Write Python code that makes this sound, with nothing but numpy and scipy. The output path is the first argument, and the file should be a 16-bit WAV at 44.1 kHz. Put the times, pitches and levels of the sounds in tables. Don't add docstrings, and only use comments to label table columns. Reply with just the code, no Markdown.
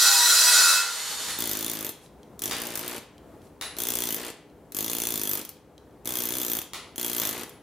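import sys
import numpy as np
from scipy import signal
from scipy.fft import rfft, irfft, next_fast_len
from scipy.io import wavfile
from scipy.ndimage import map_coordinates

SR = 44100
rng = np.random.default_rng(int(sys.argv[2]) if len(sys.argv) > 2 else 0)


def int16_out(signal):
    q = np.round(np.clip(np.atleast_2d(signal).T, -1, 1) * 32767)
    wavfile.write(sys.argv[1], SR, q.astype(np.int16))


N = 336042
TIME = np.arange(N) / SR


def amp(db):
    return 10 ** (np.asarray(db) / 20)


def unit(x):
    return x / np.sqrt(np.mean(x ** 2) + 1e-20)


def read(points, hz):
    f, value = np.transpose(points)
    return np.interp(np.log(hz + 1), np.log(np.sort(f)), value)


def curve(rows, t, column=1):
    rows = np.array(rows)
    return np.interp(t, rows[:, 0], rows[:, column])


def add(mix, start_s, sound):
    part = mix[..., max(round(start_s * SR), 0):][..., :sound.shape[-1]]
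    part += sound[..., :part.shape[-1]]


def colour(x, points):
    hz = np.fft.rfftfreq(x.shape[-1], 1 / SR)
    return irfft(rfft(x) * unit(amp(read(points, hz))), x.shape[-1])


# frequency_hz, correlation
MIC_LIKENESS = [(60, 0.97), (500, 0.92), (1200, 0.91), (2500, 0.9), (5000, 0.62), (9000, 0.41),
                (15000, 0.35)]
def pair(x):
    same = np.clip(read(MIC_LIKENESS, np.fft.rfftfreq(x.shape[-1], 1 / SR)), 0, 1)
    mid, side = rfft(x) * np.sqrt([(1 + same) / 2, (1 - same) / 2])
    return irfft(np.array([mid + side, mid - side]), x.shape[-1])


def noise(points, size=N):
    white = pair(rng.standard_normal((2, next_fast_len(size))))
    return unit(colour(white, points))[:, :size]


def drift(hz, size=N):
    knots = rng.standard_normal(4096)
    return unit(np.interp(np.arange(size) / SR * hz, np.arange(len(knots)), knots))


def tones(lines, waver, waver_hz, size=N):
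    out = np.zeros(size)
    for hz, db in lines:
        cycles = np.cumsum(hz * (1 + waver * drift(waver_hz, size))) / SR
        out += amp(db) * np.sqrt(2) * np.sin(2 * np.pi * cycles)
    return out


def click(points, size=1024):
    return colour(signal.unit_impulse(size, size // 16), points)[:size // 2]


def ring(modes, detune_hz, spread_rad, uneven_db=0, size=2400):
    t, out = np.arange(size) / SR, np.zeros((2, size))
    for hz, db, t60 in modes:
        fall = amp(-60 * t / t60) * (1 - np.exp(-t / .0002))
        phase = 2 * np.pi * rng.random() + spread_rad * rng.standard_normal((2, 1))
        strength, tuning = rng.standard_normal(2)
        wave = np.sqrt(2) * np.sin(2 * np.pi * (hz + detune_hz * tuning) * t + phase)
        out += amp(db + uneven_db * strength) * fall / np.linalg.norm(fall) * wave
    return out


# frequency_hz, t60_s
ROOM_DECAY = [(150, 0.43), (600, 0.5), (2000, 0.58), (5000, 0.46), (10000, 0.32), (14000, 0.21)]
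def room(x, gap_s):
    hz, t, spectra = signal.stft(pair(rng.standard_normal((2, SR))), SR, nperseg=256)
    decay = amp(-60 * t / read(ROOM_DECAY, hz)[:, None])
    tail = signal.istft(spectra * decay, SR, nperseg=256)[1]
    tail *= np.clip(np.arange(tail.shape[1]) / SR / gap_s - .5, 0, 1)
    return signal.fftconvolve(x.mean(0)[None], tail / np.linalg.norm(tail[0]), axes=1)[:, :N]


# time_s, turns_per_s
SPINDLE_SPEED = [(0, 100.5), (0.1, 99.8), (0.45, 89.5), (0.85, 86), (1.1, 92), (1.9, 110)]
# time_s, rasp_db, drone_db
CUT_LEVELS = [(0, -19.5, -37), (0.22, -20, -38), (0.57, -18.5, -32.5), (0.734, -21, -32),
              (0.88, -38, -41.5), (1.0, -27, -42)]
# pitch_hz, width_hz, level_db
DISC_MODES = [(998, 35, -7.5), (1380, 77, -17), (1913, 62, -8), (2576, 34, -3), (3287, 56, -8.5),
              (3760, 32, -2), (4000, 73, 1), (4180, 310, -6), (4810, 100, -2.5), (5046, 65, 1.5),
              (6010, 89, -4), (5840, 260, -4), (6780, 43, -1.5), (7103, 120, 1), (7860, 140, -6.5),
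              (8200, 74, -1), (8440, 18, -12), (9070, 140, -6), (9490, 87, -11.5), (10100, 87, -7),
              (10770, 55, -6), (11700, 72, -13.5), (11050, 32, -2.5), (12600, 50, -14), (13400, 110, -15.5),
              (14700, 61, -17), (15400, 93, -20)]
# frequency_hz, level_db
RASP_SPECTRUM = [(200, -47), (400, -18), (800, -16), (1400, -5.5), (2300, -14), (3000, -10.5), (3900, -2),
                 (7000, -3.5), (11000, -6.5), (14000, -6.5), (16000, -12)]
DRONE_SPECTRUM = [(150, -50), (310, -38.5), (410, -13.5), (500, -24), (620, -16), (800, -15), (980, -17),
                  (1180, -21.5), (1380, 14), (1500, 9), (1650, -19), (1900, -4.5), (2300, -20.5),
                  (4000, -39.5)]
def disc_cut(t):
    size = len(t)
    hz = np.fft.rfftfreq(size, 1 / SR)
    turns = np.cumsum(curve(SPINDLE_SPEED, t) * (1 + .0015 * drift(40, size))) / SR
    rim = unit(sum(np.cos(2 * np.pi * (k * turns + rng.random())) for k in range(3, 140)))
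    wobble = unit(1 + 0.11 * np.cos(2 * np.pi * turns))
    grit = pair(rng.standard_normal((2, size))) * wobble * amp(drift(149, size))
    drive = grit + .7 * rim
    mode_power = sum(amp(2 * db) / (1 + (2 * (hz - f) / width) ** 2) ** 2 for f, width, db in DISC_MODES)
    ringing = irfft(rfft(drive) * unit(np.sqrt(mode_power)))
    bent_clock = np.cumsum(1 + .003 * drift(25, size))
    ringing = np.array([map_coordinates(x, [bent_clock], order=3) for x in ringing])
    rasp = amp(-2.5) * (unit(ringing) + unit(colour(drive, RASP_SPECTRUM)))
    drone = unit(colour(rim + .4 * grit, DRONE_SPECTRUM))
    contact = np.interp(t, [.8, 1.02], [1, 0])
    return contact * (amp(curve(CUT_LEVELS, t)) * rasp + amp(curve(CUT_LEVELS, t, column=2)) * drone)


# time_s, level_db
MOTOR_LEVEL = [(0, -44), (0.85, -35.5), (1.15, -33), (1.6, -43.5), (1.9, -69.5)]
# frequency_hz, level_db
FAN_SPECTRUM = [(120, -51.5), (200, -17), (380, -26), (424, -2.5), (671, -14), (851, -5), (1870, -4),
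                (2290, -7.5), (3690, -2), (8580, -3.5), (9060, -5.5), (14900, -12), (16000, -40.5)]
# pitch_hz, level_db
GEAR_TONES = [(2980, -19), (3607, -16), (4290, -16.5), (4592, -19.5), (6864, -10.5), (8091, -19),
              (9080, -14), (11472, -19.5)]
def motor(t):
    fan = noise(FAN_SPECTRUM, len(t)) * amp(1.74 * drift(30, len(t)))
    gears = tones(GEAR_TONES, waver=0.0036, waver_hz=60.2, size=len(t))
    fade = np.clip((2 - t) / .1, 0, 1)
    return (fan + gears) * amp(curve(MOTOR_LEVEL, t)) * fade


# start_s, end_s, pitch_hz, level_db
DISC_NOTES = [(0.0, 0.25, 806, -44), (0.102, 0.301, 960, -38), (0.373, 0.576, 979, -38.5),
              (0.56, 0.902, 1386, -38), (0.4, 0.701, 1483, -37), (0.477, 0.95, 2605, -39.5),
              (0.617, 1.12, 2050, -44)]
def grinder():
    t, out = TIME[:2 * SR], np.zeros((2, N))
    add(out, 0, disc_cut(t) + motor(t))
    for start, end, pitch_hz, db in DISC_NOTES:
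        swell = signal.windows.hann(int((end - start) * SR))
        add(out, start, swell * tones([(pitch_hz, db)], waver=0.0035, waver_hz=46.5, size=len(swell)))
    return (out + amp(-4) * room(out, gap_s=0.0035)) * amp([[-.3], [.3]])


# frequency_hz, level_db
ROAR_SPECTRUM = [(25, -46.5), (40, -25), (60, -4), (85, -8), (130, -8), (250, -6.5), (420, -8.5),
                 (600, -11.5), (850, -15), (1300, -23), (2600, -33), (5000, -39), (10000, -38.5),
                 (16000, -40.5)]
# pitch_hz, level_db
HUM_TONES = [(59.2, -55), (156.1, -51.5), (253.0, -67), (296.1, -48), (414.5, -48), (495.3, -48.5),
             (629.8, -62.5), (791.3, -66.5)]
# time_s, gain_db
HALL_GAIN = [(0, -32), (0.6, -31), (0.85, -27), (1.1, -18), (1.35, -17)]
def hall():
    roar = amp(-37) * noise(ROAR_SPECTRUM) * amp(1.9 * drift(3.9))
    hum = tones(HUM_TONES, waver=0.00938, waver_hz=14)
    return (roar + hum) * amp(curve(HALL_GAIN, TIME)) * amp([[.8], [-.8]])


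# start_s, level_db, body_hz, steel_db
MALLET_BLOWS = [(1.284, -10, 826, -17), (2.510, -4, 4940, -36.5), (3.611, -7.5, 3920, -18.5),
                (6.733, -9.5, 1555, -32), (7.217, -7.5, 4230, -36.5), (7.47, -38, 3400, -32.5)]
# frequency_hz, level_db
KNOCK_SPECTRUM = [(150, -6.5), (300, -6), (550, -1), (900, 0.5), (1500, 0), (2600, -0.5), (3900, 1.5),
                  (5500, -4), (9000, -5.5), (15000, -10.5)]
# pitch_hz, level_db, t60_s
POINT_MODES = [(10670, 3, 0.5)]
def mallet():
    out = np.zeros((2, N))
    for s, db, body_hz, steel_db in MALLET_BLOWS:
        body_modes = [(body_hz, -9.5, .015), (body_hz * 0.86, -15, .01)]
        add(out, s, amp(db) * click(KNOCK_SPECTRUM))
        add(out, s, amp(db) * ring(body_modes, detune_hz=9, spread_rad=0.37))
        add(out, s, amp(steel_db) * ring(POINT_MODES, detune_hz=5.9, spread_rad=0.4, size=16000))
    smear = unit(rng.standard_normal((2, 400))) * np.exp(-np.arange(400) / SR / .002)
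    direct = signal.oaconvolve(out, pair(smear) / np.linalg.norm(smear[0]), axes=1)[:, :N]
    return (direct + amp(5) * room(out, gap_s=0.0062)) * amp([[.5], [-.5]])


STATE_PRESSURES = [0, .4, .7, 1]
STATE_PACES = [61.3, 48.4, 58.3, 59.0]
def stroke_times(pressure, throttle, drag_s=.011):
    start, end = pressure[0][0], pressure[-1][0]
    t = np.arange(start, end - drag_s, 1 / SR)
    pace = throttle * np.interp(curve(pressure, t), STATE_PRESSURES, STATE_PACES)
    cycles = np.floor(np.cumsum(pace) / SR)
    return np.append(t[np.diff(cycles, prepend=-1) > 0], end)


# crack_db, chisel_db, shank_db, bend_db, leak_db
STATE_LEVELS = [(-16.5, -31, -26, -34, -40.5), (-8.5, -9, -8, -20, -45), (-8.5, -10.5, -12, -15.5, -45),
                (-6.5, -9, -20, -13, -45.5)]
def stroke_levels(pressure):
    return [np.interp(pressure, STATE_PRESSURES, column) for column in np.transpose(STATE_LEVELS)]


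# frequency_hz, level_db
CRACK_SPECTRUM = [(400, 2), (900, 2.5), (2000, -0.5), (4000, 4), (7000, 4.5), (9000, 6.5), (11500, 6.5),
                  (14000, -4), (16000, -14)]
def crack(snap_s, crumble_s, crumble_db, size=2400):
    t = np.arange(size) / SR
    attack = 1 - np.exp(-t / 0.0006)
    decay = np.exp(-t / snap_s) + amp(crumble_db) * np.exp(-t / crumble_s)
    return unit(noise(CRACK_SPECTRUM, size) * decay * attack) / np.sqrt(size)


# pitch_hz, level_db, t60_s
CHISEL_MODES = [(6015, -10, 0.037), (6780, -7, 0.0027), (10020, -4.5, 0.024), (10160, -9.5, 0.003),
                (14410, 1, 0.0081), (14500, -8, 0.017)]
BEND_MODES = [(3400, -1.5, 0.018)]
SHANK_MODES = [(13400, 0, 0.06)]
def blow(crack_db, chisel_db, shank_db, bend_db):
    out = amp(crack_db) * crack(snap_s=0.00097, crumble_s=0.012, crumble_db=-18)
    out += amp(chisel_db) * ring(CHISEL_MODES, detune_hz=158, spread_rad=0.51, uneven_db=2.5)
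    out += amp(bend_db) * ring(BEND_MODES, detune_hz=128, spread_rad=0.078, uneven_db=3)
    bounce_s = rng.uniform(.0015, .0035)
    bounce = ring(CHISEL_MODES, detune_hz=170, spread_rad=0.65, uneven_db=1.5)
    add(out, bounce_s, amp(chisel_db - 9.5) * bounce)
    return out + amp(shank_db) * ring(SHANK_MODES, detune_hz=20, spread_rad=0.56, uneven_db=2.8)


def puff(hz, width_s, delay_s, size=600):
    t = np.arange(size) / SR - delay_s
    window = np.exp(-abs(t / width_s)) * np.clip((t + delay_s) / 0.0005, 0, 1)
    swing = -np.cos(2 * np.pi * hz * t)
    return window * (swing - np.average(swing, weights=window))


def leak_envelope(strokes, pressure, leak_db, tail_s=0.02):
    t = np.arange(strokes[0], strokes[-1] + tail_s, 1 / SR)
    cycles = np.interp(t, strokes, np.arange(len(strokes)))
    surge = 1 + 0.46 * np.cos(2 * np.pi * (cycles - .4))
    air_db = stroke_levels(curve(pressure, t))[-1] + leak_db
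    return amp(air_db) * surge * signal.windows.tukey(len(t), .04)


# time_s, pressure_0_to_1
BURST_PRESSURES = [
    [(1.388, .76), (1.449, .92), (1.478, .47), (1.651, .59), (1.71, .93), (1.74, .2), (1.892, .33)],
    [(2.42, .7), (2.462, .4), (2.497, .14), (2.739, .07), (2.794, .3), (2.824, .05), (2.98, .02)],
    [(3.767, .06), (3.795, .9), (4.02, .99), (4.157, .35), (4.187, .02), (4.252, .08), (4.302, 0)],
    [(4.747, .31), (4.777, .47), (5.001, .92), (5.136, .83), (5.166, .53), (5.343, .47), (5.414, .1)],
    [(6.056, .21), (6.086, .68), (6.3, .52), (6.339, .81), (6.457, .58), (6.588, .46)],
    [(6.98, .83), (7.079, .57), (7.109, .71), (7.202, .64), (7.311, .33), (7.353, .03), (7.433, .19)],
]
BURST_THROTTLES = [.997, .996, 1.011, .987, 1.099, 1.037]
# force_db, loose_shank_db, leak_db
BURST_GRIPS = [(-0.15, .2, -1.5), (0.6, 0, -.5), (.5, 0.5, -1.1), (-0.15, 1.5, -.5), (-.5, 1.5, 1),
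               (0, 1.5, 2.4)]
# start_s, level_db, bend_db
SINGLE_BLOWS = [(2.393, -16, -8), (2.618, -9, -20), (2.6693, -11, -20), (2.755, -6, -22),
                (2.7918, -15, -20), (2.879, -9, -20), (4.0215, -14, 8), (4.721, -17, -21),
                (5.4502, -16, -18.5), (5.4917, -16, -22), (6.048, -29, -12), (6.616, -10.5, -20),
                (6.959, -18, -14), (7.4943, -23.5, -14)]
# frequency_hz, level_db
AIR_SPECTRUM = [(100, -15), (250, -7), (480, 10.5), (800, 4), (1500, 2), (3000, 1), (6000, -6.5),
                (10000, -6), (16000, -39)]
def hammer():
    steel, puffs, leak = np.zeros((2, N)), np.zeros(N), np.zeros(N)
    for pressure, throttle, grip in zip(BURST_PRESSURES, BURST_THROTTLES, BURST_GRIPS):
        force_db, loose_db, leak_db = grip
        strokes = stroke_times(pressure, throttle)
        scatter = rng.standard_normal((len(strokes), 4)) * [.00015, 1.2, .5, .04]
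        for s, (late_s, blow_db, puff_db, detune) in zip(strokes, scatter):
            lean = curve(pressure, s)
            crack_db, chisel_db, shank_db, bend_db, _ = stroke_levels(lean)
            strike = blow(crack_db, chisel_db, shank_db + loose_db, bend_db)
            add(steel, s + late_s, amp(force_db + blow_db) * strike)
            seated = min(lean / 0.49, 1)
            swing = puff(hz=300 * (1 + detune), width_s=0.0018, delay_s=0.002 + 0.0011 * seated)
            add(puffs, s, amp(-33 + 3 * seated + puff_db) * swing)
        add(leak, strokes[0], leak_envelope(strokes, pressure, leak_db))
    for s, db, bend_db in SINGLE_BLOWS:
        add(steel, s, amp(db) * blow(crack_db=-1, chisel_db=-4, shank_db=-7, bend_db=bend_db))
    grit = amp(2 * drift(900))
    near = (steel + leak * grit * noise(AIR_SPECTRUM)) * amp([[.9], [-.9]])
    chug = puffs * amp([[.4], [-.4]])
    reverb = room(amp(-6.5) * near + amp(-8) * chug, gap_s=0.0028)
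    return near + chug + reverb * amp([[.6], [-.6]])


# start_s, level_db
CHIP_DROPS = [(2.0617, -35), (2.231, -34.5), (3.18, -34), (3.4176, -40.5), (3.4694, -45), (4.4994, -45.5),
              (5.568, -41.5), (5.779, -32), (5.9094, -49)]
# frequency_hz, level_db
CHIP_SPECTRUM = [(800, -23), (2200, -8), (3400, -3), (5000, -4), (9000, -10), (15000, -17)]
# pitch_hz, level_db, t60_s
CHISEL_TOUCH_MODES = [(3200, -5, 0.015), (4000, -2.5, 0.023), (6020, -9, 0.015)]
# start_s, end_s, level_db
GRIT_TRICKLES = [(1.979, 2.107, -58), (3.39, 3.525, -64)]
def chips():
    out = np.zeros((2, N))
    for s, db in CHIP_DROPS:
        add(out, s, amp(db) * click(CHIP_SPECTRUM))
        add(out, s, amp(db) * ring(CHISEL_TOUCH_MODES, detune_hz=59, spread_rad=.5))
    for start, end, db in GRIT_TRICKLES:
        swell = signal.windows.hann(int((end - start) * SR))
        add(out, start, amp(db) * swell * noise(CRACK_SPECTRUM, len(swell)))
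    return out + amp(-7) * room(out, gap_s=0.0013)


def scene():
    return grinder() + hammer() + mallet() + chips() + hall()


def record(dry, bass_cut_hz=38, band_limit_hz=15900):
    bass_cut = signal.butter(2, bass_cut_hz, "high", fs=SR, output="sos")
    band_limit = signal.firwin(511, band_limit_hz, window=("kaiser", 9), fs=SR)
    return signal.oaconvolve(signal.sosfilt(bass_cut, dry), band_limit[None], "same")


dry = scene()
out = record(dry)
int16_out(out)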